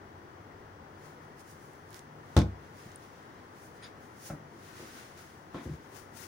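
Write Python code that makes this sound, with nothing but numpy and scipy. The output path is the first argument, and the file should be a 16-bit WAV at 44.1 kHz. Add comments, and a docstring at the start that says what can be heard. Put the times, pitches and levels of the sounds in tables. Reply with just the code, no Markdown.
"""Stirring batter in a plastic bowl

A steel spoon stirs thick batter in a plastic bowl on a stone counter in a small kitchen.
Filtered noise makes the friction hiss and edge cracks; excited resonators make the thuds and wet snaps;
gliding sines make a squeak. Noise with a delay between two microphone ports makes the steady drone,
with two wavering hums in it. Port hiss is added, gain control acts and the top is cut."""
import sys
import numpy as np
from scipy import signal
from scipy.fft import rfft, irfft
from scipy.io import wavfile
from scipy.ndimage import uniform_filter1d

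SR = 44100
rng = np.random.default_rng(int(sys.argv[2]) if len(sys.argv) > 2 else 0)


def volts_from_decibels(level):
    """Turn decibel levels (scalar or array-like) into linear amplitude factors."""
    exponent = np.asarray(level, float) / 20
    return 10 ** exponent


def dump_mix(stems):
    """Bounce the given channels to the path in sys.argv[1] as a 16-bit WAV at rate SR."""
    frames = np.atleast_2d(stems).T  # one column per channel
    limited = np.clip(frames, -1, 1)  # hard clip at full scale
    pcm = np.round(limited * 32767).astype(np.int16)
    wavfile.write(sys.argv[1], SR, pcm)


N = 276802


def rms_one(x):
    """Normalisation: scales to an rms of 1, taken over all channels together."""
    return x / np.sqrt(np.mean(x ** 2) + 1e-20)


def at_hz(points, hz, column=1):
    """Logarithmic interpolation: reads a table column on a log-frequency axis."""
    points = np.array(points)
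    return np.interp(np.log(hz + 1), np.log(points[:, 0]), points[:, column])


def coloured(x, spectrum):
    """Spectral shaping: gives white noise the colour of a table, level above 15.5 kHz; rms 1."""
    hz = np.minimum(np.fft.rfftfreq(N, 1 / SR), 15500)
    return rms_one(irfft(rfft(x) * volts_from_decibels(at_hz(spectrum, hz)), N))


def drift(rate_hz):
    """Low-passed chance: a slow random curve of rms 1, computed in 40 steps a second."""
    steps = rng.standard_normal(int(N / SR * 40) + 2)
    memory = np.exp(-2 * np.pi * rate_hz / 40)
    slow = signal.lfilter([1], [1, -memory], steps)
    return rms_one(np.interp(np.arange(N) / SR * 40, np.arange(len(steps)), slow))


def ring(push, hz, t60):
    """Damped resonance: a unit click sets a sine of height 1 ringing."""
    r, w = volts_from_decibels(-60 / (t60 * SR)), 2 * np.pi * hz / SR
    return signal.lfilter([0, np.sin(w)], [1, -2 * r * np.cos(w), r * r], push + 1e-18)


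def panned(x, db):
    """Level difference: splits a sound between the left and right ports."""
    return np.array([x * volts_from_decibels(db / 2), x * volts_from_decibels(-db / 2)])


# spectrum of the room drone: f/Hz, relative level/dB per Hz
DRONE_SPECTRUM = [(15, -53), (25, -38), (58, -14.5), (75, -12), (95, -5.5), (192, -9.5), (379, -7.5),
                  (631, -14), (732, -11.5), (964, -12), (1940, -18), (2510, -29.5), (4000, -37),
                  (5200, -72), (8800, -120)]
# lean of the drone between the ports: f/Hz, left-right level/dB
DRONE_LEAN = [(60, -3), (150, 3), (380, 2.5), (950, 7), (2380, 4), (5980, -8), (15000, 14)]
# coherence of the drone: f/Hz, power share from one direction (capped at 0.5),
# power share from all around that both ports hear alike (capped at 1)
DRONE_COHERENCE = [(60, 0.14, 0.69), (250, 0.48, 0.48), (490, 0.92, 0.55), (1030, 0.46, 0.012),
                   (3000, 0.067, 0.008), (5000, 0.023, .01)]
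DRONE_DB, PORT_LAG_S = -50.5, 0.00047   # level before the slow drift; lag of the left port


def drone(patchy_db):
    """Partial coherence: noise from one side (late at the left port), noise alike at both, noise of each own."""
    hz = np.fft.rfftfreq(N, 1 / SR)
    aimed, around, left, right = rfft(rng.standard_normal((4, N)))
    one_side = np.clip(at_hz(DRONE_COHERENCE, hz, column=1), 0, 0.5)
    all_round = np.clip(at_hz(DRONE_COHERENCE, hz, column=2), 0, 1)
    own = np.sqrt(np.clip(1 - one_side - all_round, 0, 1))
    late = np.exp(-2j * np.pi * hz * PORT_LAG_S)
    lean = volts_from_decibels(at_hz(DRONE_LEAN, hz) / 2)
    aimed, around = np.sqrt(one_side) * aimed, np.sqrt(all_round) * around
    ports = [lean * (aimed * late + around + own * left),
             (aimed + around + own * right) / lean]
    noise = rms_one(irfft(volts_from_decibels(at_hz(DRONE_SPECTRUM, hz)) * ports, N))
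    return volts_from_decibels(DRONE_DB + patchy_db * drift(0.75)) * noise


# two low hums that waver in the drone: t/s, rms level near 92 Hz/dB, rms level near 150 Hz/dB
HUM_LEVELS = [(0.0, -54, -82), (0.38, -68.5, -78), (0.59, -55.5, -72), (1.14, -64.5, -58), (1.4, -69, -64),
              (2.7, -65, -64), (3.1, -67, -78), (4.34, -69, -75), (4.48, -69, -60), (4.77, -68, -75),
              (5.6, -66, -65), (6.0, -81, -67), (6.277, -59, -69)]


def hums(t60_s):
    """Narrow-band resonance: noise drives two low resonators, heard alike at both ports."""
    s, *levels = np.transpose(HUM_LEVELS)
    out = np.zeros(N)
    for hz, db in zip((92., 150.), levels):
        hum = rms_one(ring(rng.standard_normal(N), hz, t60_s))
        out += volts_from_decibels(np.interp(np.arange(N) / SR, s, db)) * hum
    return out


# spectrum of the hiss of the microphone ports: f/Hz, relative level/dB per Hz
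PORT_SPECTRUM = [(1760, -7.5), (3000, -2.5), (3420, -2.5), (3640, -9), (3980, -7.5), (4630, -4), (5030, -5),
                 (5900, -4), (7300, -12.5), (9240, -13.5), (11500, -15.5), (13600, -27), (14800, -9),
                 (15600, -8.5)]


def port_hiss(level_db):
    """Uncorrelated noise: each port adds a steady hiss of its own."""
    return volts_from_decibels(level_db) * coloured(rng.standard_normal((2, N)), PORT_SPECTRUM)


# thuds of the bowl: t/s, peak level before the high-pass/dB, favoured f/Hz, judder fade/s,
# share of the free ring time
BLOWS = [(0.394, -50, 97, 0.014, 0.39), (2.3645, -7, 84, 0.0013, 0.77), (2.3666, -12, 395, 0.0022, 0.36),
         (2.376, -7.5, 91, 0.0022, 1), (2.386, -11, 169, 0.0023, 0.84), (2.398, -35, 214, 0.0028, 1.15),
         (2.421, -27.5, 234, 0.0048, 0.86), (2.86, -39.5, 130, 0.025, 0.32), (4.3, -31, 870, 0.0037, 0.19),
         (4.307, -38.5, 1420, 0.001, 0.12), (4.303, -30.5, 163, 0.011, 1.16),
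         (4.336, -31, 250, 0.0035, 0.31), (4.418, -46, 159, 0.016, 0.41), (4.543, -42.5, 350, 0.0019, 0.49),
         (4.796, -40.5, 350, 0.028, 0.88), (5.545, -27, 350, 0.0032, 0.39),
         (5.555, -35.5, 350, 0.072, 0.98), (5.656, -33.5, 306, 0.0016, 0.82),
         (5.662, -29.5, 100, 0.015, .7), (5.691, -32, 156, 0.028, 0.96), (5.724, -33, 101, 0.02, 0.25)]
# modes of bowl and counter: f/Hz, relative level/dB, free t60/s
BOWL_MODES = [(68.8, 0.5, 0.38), (98.6, -10, 0.41), (152.9, 1, 0.23), (169.6, -3.5, 0.18),
              (195.4, -8.5, 0.245), (227, -7, 0.31), (287.4, -23, 0.46), (322, -11.5, 0.31),
              (350, -10, 0.066), (395, -5, 0.078), (480, -20, 0.019), (536, -15.5, 0.34), (666, -2, 0.042),
              (760, -7.5, 0.097), (856, -1, 0.035), (1090, -3.5, 0.066), (1270, -9.5, 0.12),
              (1380, 0.5, 0.005), (1830, -46, 0.024), (2216, -12, 0.0092)]
SPREAD_OCTAVES, SPREAD_GROWTH = 0.58, 0.28   # pitch spread of a blow at 100 Hz; octaves more per octave up
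SPREAD_PER_DB, MIDDLING_BLOW_DB = .012, -22   # harder blows spread wider: octaves per dB over a middling blow


def knocks(judder_db, contact_db):
    """Modal excitation: a click and fading judder drive the modes near its pitch; the hand damps the ring."""
    out, t = np.zeros(N), np.arange(SR // 2) / SR
    for s, blow_db, hz, judder_s, free in BLOWS:
        i = round(s * SR)
        octaves = SPREAD_OCTAVES + SPREAD_GROWTH * np.log2(hz / 100)
        octaves += SPREAD_PER_DB * (blow_db - MIDDLING_BLOW_DB)
        fade = np.exp(-(t / judder_s) ** 2)
        push = volts_from_decibels(judder_db) * rng.standard_normal(len(t)) * fade / np.sqrt(np.sum(fade ** 2))
        push[0] += 1
        blow = np.zeros(len(t))
        for k, (mode_hz, db, t60) in enumerate(BOWL_MODES):
            favoured_db = db - 6.6 * (np.log2(mode_hz / hz) / octaves) ** 2
            # neighbouring modes swing against each other
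            blow += (-1) ** k * volts_from_decibels(favoured_db) * ring(push, mode_hz, free * t60)
        # the wall gives once under the blow
        blow += volts_from_decibels(contact_db) * ring(push, hz, 3.14 / (hz * octaves))
        out[i:i + len(t)] += volts_from_decibels(blow_db) * blow[:N - i] / np.max(np.abs(blow))
    return signal.sosfilt(signal.butter(4, 58, "high", fs=SR, output="sos"), out)


KITCHEN_T60_S, KITCHEN_DB = 0.24, 3.5   # echo decay; echo energy over the sound sent in


def kitchen(x, alike_below_hz):
    """Diffuse reverberation: dense echoes off hard walls, thin in the bass; long waves reach both ports alike."""
    t = np.arange(SR // 2) / SR
    mid, side = rng.standard_normal((2, len(t))) * volts_from_decibels(-60 * t / KITCHEN_T60_S) * (t > .002)
    side = signal.sosfilt(signal.butter(1, alike_below_hz, "high", fs=SR, output="sos"), side)
    echoes = signal.sosfilt(signal.butter(2, 300, "high", fs=SR, output="sos"), [mid + side, mid - side])
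    echoes /= np.sqrt(np.sum(echoes ** 2, axis=1, keepdims=True))
    return volts_from_decibels(KITCHEN_DB) * signal.fftconvolve(x[None], echoes, axes=1)[:, :N]


# spoon strokes: loudest t/s, hiss level/dB, rise over 10 dB/s, fall over 10 dB/s,
# level of the band above 7.9 kHz over the hiss/dB
SPOON_STROKES = [(1.06, -60.5, 0.063, 0.097, -4.5), (1.23, -68, .03, .08, -4),
                 (1.406, -59.5, 0.026, 0.019, 0), (1.51, -59, 0.057, 0.043, 0),
                 (1.632, -66.5, 0.1, .2, 0.5), (1.965, -54.5, 0.05, 0.039, -2.5),
                 (2.35, -63, 0.16, 0.043, -5), (2.646, -63.5, .08, 0.11, -8),
                 (2.794, -57.5, 0.056, 0.19, -5), (2.93, -60.5, 0.086, .05, -13),
                 (3.04, -61, .07, 0.077, -5), (3.146, -63.5, 0.056, 0.5, -9.5),
                 (3.4, -64.5, .025, 0.011, -16), (3.576, -64.5, 0.053, 0.095, -6),
                 (3.654, -64.5, 0.08, 0.05, 3.5), (3.77, -67.5, .04, 0.027, 1),
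                 (3.87, -55, 0.073, 0.033, -13), (4.04, -65.5, 0.057, 0.098, -1.5),
                 (4.271, -49, 0.058, 0.042, 0.5), (4.67, -57.5, 0.12, 0.15, -5.5),
                 (4.8, -52, 0.093, 0.26, -6), (4.98, -52, 0.11, 0.14, -6.5),
                 (5.18, -55.5, 0.019, 0.16, -4.5), (5.56, -56, 0.033, 0.094, -12.5),
                 (5.64, -60, .04, 0.076, -5.5), (5.75, -63.5, 0.12, 0.036, -6.5),
                 (5.85, -64, 0.058, 0.054, -6.5), (5.964, -62.5, 0.06, 0.1, -1.5),
                 (6.17, -62.5, 0.026, 0.077, 0), (6.24, -63, 0.077, 0.035, -1.5)]
# spectrum of the friction hiss, within each band: f/Hz, relative level/dB per Hz
FRICTION_SPECTRUM = [(880, -11), (1500, 3), (1770, -2.5), (1950, 0.5), (2050, -2.5), (2400, -5.5),
                     (2980, -6.5), (4580, -10), (5630, -11), (6520, -11.5), (8090, -15.5), (9750, -7),
                     (13300, -21), (14700, -6.5), (15600, -10.5)]
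# where the rubbing is heard: t/s, left-right level/dB
RUBBING_PAN = [(1.0, 7), (1.4, -4), (1.5, -1), (1.8, -2), (1.95, -3), (2.3, -1), (3.4, 0.5), (3.65, 1),
               (3.8, 3), (4.27, 0), (4.67, 4.5), (4.8, 0.5), (5.3, 2.5), (5.75, 12.5), (5.85, 6),
               (5.98, 27.5), (6.08, 9), (6.2, 32)]
STROKE_SHAPE = 1.03   # 1 = pointed swell, 2 = rounded
SWISH_DB, SWISH_FOLLOWS = -3, 0.76   # swish at 4.9-7.9 kHz over the hiss; its share of the top band's change


def strokes(grit_per_s, grit_db, alike):
    """Friction noise: a hiss with flour grit swells and fades; the swish follows each stroke's brightness."""
    t, power = np.arange(N) / SR, np.zeros((3, N))
    for s, db, rise_s, fall_s, top_db in SPOON_STROKES:
        swish = volts_from_decibels(2 * (SWISH_DB + SWISH_FOLLOWS * top_db))
        shares = np.array([np.clip(1 - swish, .1, 1), swish, volts_from_decibels(2 * top_db)])
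        near = slice(max(int((s - 5 * rise_s) * SR), 0), int((s + 5 * fall_s) * SR))
        away = np.abs(t[near] - s) / np.where(t[near] < s, rise_s, fall_s)
        power[:, near] += shares[:, None] * volts_from_decibels(2 * (db - 10 * away ** STROKE_SHAPE))
    # sparse clicks of random height and sign
    grit_height = volts_from_decibels(5.3 * np.minimum(rng.exponential(1, N), 5))
    grit = (rng.random(N) < grit_per_s / SR) * grit_height * rng.choice([-1, 1], N)
    shared, *own = rng.standard_normal((3, N))
    alike = np.clip(alike, 0, 1)
    noise = np.sqrt(alike) * shared + np.sqrt(1 - alike) * np.array(own)
    rub = coloured(noise + volts_from_decibels(grit_db) * rms_one(grit), FRICTION_SPECTRUM)
    low, below_top = (signal.sosfiltfilt(signal.butter(4, hz, fs=SR, output="sos"), rub) for hz in (4900, 7900))
    bands = rms_one(low), rms_one(below_top - low), rms_one(rub - below_top)
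    pan_db = np.interp(t, *np.transpose(RUBBING_PAN))
    return volts_from_decibels([pan_db / 2, -pan_db / 2]) * sum(np.sqrt(p) * band for p, band in zip(power, bands))


# wet films snap: t/s, peak level before panning/dB, f/Hz, left-right level/dB, cycles in each resonator's t60
FILM_SNAPS = [(1.396, -47, 9000, -3, 5.4), (1.404, -51, 6000, -4, 3), (1.64, -52, 9000, -4, 3),
              (1.735, -51, 9000, -3, 4), (1.752, -55, 5000, 0, 4), (1.906, -46, 8450, -10, 3.1),
              (1.914, -55, 8000, -5, 4), (1.93, -39, 6000, -11, 1.6), (1.9443, -33.5, 6540, -13, 0.95),
              (1.958, -52, 7000, -4, 3), (1.972, -48, 8000, -4, 3), (1.993, -37, 7700, -13, 2.5),
              (2.918, -46, 6100, -4, 8), (2.9588, -35.5, 9440, 4, 18), (5.184, -48, 7000, 2, 2.8)]


def snaps(spit_s):
    """Cavity resonance: each snap is a short spit that rings a few cycles in a small hollow."""
    out, t = np.zeros((2, N)), np.arange(600) / SR
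    for s, db, hz, pan_db, cycles in FILM_SNAPS:
        i = round(s * SR)
        spit = rng.standard_normal(len(t)) * np.exp(-t / spit_s)
        spit[0] += 3.0
        snap = ring(ring(spit, hz, cycles / hz), hz, cycles / hz)
        out[:, i:i + len(t)] += panned(volts_from_decibels(db) * snap / np.max(np.abs(snap)), pan_db)
    return out


# the spoon's edge cracks and grates on the wall: t/s, rms level before the fade/dB, fade/s,
# low-pass f/Hz
EDGE_CRACKS = [(2.366, -27, 0.0053, 15500), (2.369, -38.5, 0.047, 11000), (2.3747, -31, 0.0049, 13000),
               (2.389, -27.5, 0.0019, 15500), (2.416, -38, 0.0064, 6000), (3.825, -52.5, 0.047, 4000),
               (4.304, -61, 0.0089, 2200), (5.544, -56, 0.051, 3780), (5.579, -52, 0.047, 2200)]
# spectrum of the cracks before the low-pass: f/Hz, relative level/dB per Hz
CRACK_SPECTRUM = [(470, -20), (800, -15), (1010, -8), (1090, -15), (1210, -10.5), (1980, -12.5), (2510, -8),
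                  (2740, -20), (3470, -5.5), (4610, -14.5), (6140, -14.5), (7040, -19.5), (12900, -31.5),
                  (15600, -22)]


def cracks(alike):
    """Broadband impact noise: many small parts rattle and fade, partly unalike at the two ports."""
    out, t = np.zeros((2, N)), np.arange(SR // 4) / SR
    colour = volts_from_decibels(at_hz(CRACK_SPECTRUM, np.fft.rfftfreq(len(t), 1 / SR)))
    for s, db, fade_s, dull_hz in EDGE_CRACKS:
        i = round(s * SR)
        shared, *own = rng.standard_normal((3, len(t)))
        noise = np.sqrt(alike) * shared + np.sqrt(1 - alike) * np.array(own)
        noise = irfft(rfft(noise) * colour, len(t))
        noise = signal.sosfilt(signal.butter(3, min(dull_hz, 16000), fs=SR, output="sos"), noise)
        out[:, i:i + len(t)] += volts_from_decibels(db) * rms_one(noise) * np.exp(-(t / fade_s) ** 2.8)
    return out


# the wet spoon squeaks on the plastic: start f/Hz, end f/Hz, peak level before the flutter/dB,
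# middle t/s, half length/s
SQUEAK_TONES = [(3190, 3800, -56, 3.845, 0.02), (5000, 4780, -54.5, 3.848, 0.016),
                (6550, 6750, -65, 3.845, 0.018), (9550, 9750, -58, 3.838, 0.015)]


def squeaks(waver, rough):
    """Stick-slip friction: gliding tones, each unsteady in pitch and breaking up on its own."""
    out, t = np.zeros(N), np.arange(-3000, 3000) / SR
    for from_hz, to_hz, db, s, half_s in SQUEAK_TONES:
        unsteady = rng.standard_normal((2, len(t)))
        wobble, flutter = rms_one(uniform_filter1d(uniform_filter1d(unsteady, size=70), size=70))
        hz = np.interp(t, [-half_s, half_s], [from_hz, to_hz]) * (1 + waver * wobble)
        tone = (1 + rough * flutter) * np.sin(2 * np.pi * np.cumsum(hz) / SR)
        i = round((s + t[0]) * SR)
        out[i:i + len(t)] += volts_from_decibels(db) * tone * np.exp(-(t / half_s) ** 2)
    return out


def scene():
    """Superposition: direct sounds, their echoes, rubbing, drone and hums add at the two ports."""
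    thuds, edge = knocks(judder_db=2.5, contact_db=9.0), cracks(alike=0.43)
    squeak, wet = squeaks(waver=0.019, rough=0.76), snaps(spit_s=0.0003)
    near = panned(thuds, 1.0) + edge + squeak + wet
    to_walls = thuds + volts_from_decibels(-15.5) * edge[0] + volts_from_decibels(-13) * squeak + volts_from_decibels(-28) * wet.mean(axis=0)
    echoes = kitchen(to_walls, alike_below_hz=830)
    rubbing = strokes(grit_per_s=1500., grit_db=-13, alike=0.021)
    return near + echoes + rubbing + drone(patchy_db=0.66) + hums(t60_s=4.2 / 10.3)


HOLD_ABOVE_DB, HOLD_SHARE = -15, 0.12   # peak threshold; dB of gain taken off per dB over it
HOLD_ATTACK_S, HOLD_RELEASE_DB_PER_S = 0.0045, 23


def gain_control(x):
    """Peak compression: loud peaks pull the gain down quickly; it climbs back at a steady rate."""
    climb = HOLD_RELEASE_DB_PER_S * np.arange(N) / SR
    peak_db = 20 * np.log10(np.abs(x).max(axis=0) + 1e-9)
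    over_db = HOLD_SHARE * np.maximum(peak_db - HOLD_ABOVE_DB, 0)
    held_db = np.maximum.accumulate(over_db + climb) - climb
    r = np.exp(-1 / (HOLD_ATTACK_S * SR))
    return x * volts_from_decibels(-signal.lfilter([1 - r], [1, -r], held_db))


def top_cut(x):
    """Nothing passes above the cut-off."""
    return signal.sosfilt(signal.butter(12, 17100, fs=SR, output="sos"), x)


def record(dry):
    """Band limiting: port hiss joins the sound, gain control acts and a steep low-pass cuts the top."""
    levelled = gain_control(dry + port_hiss(level_db=-66.5))
    low_pass = signal.ellip(12, .5, 60, 15850, fs=SR, output="sos")   # order, ripple dB, stop dB, cutoff Hz
    mix = signal.sosfilt(low_pass, levelled)
    return top_cut(mix)


dry = scene()
out = record(dry)
dump_mix(out)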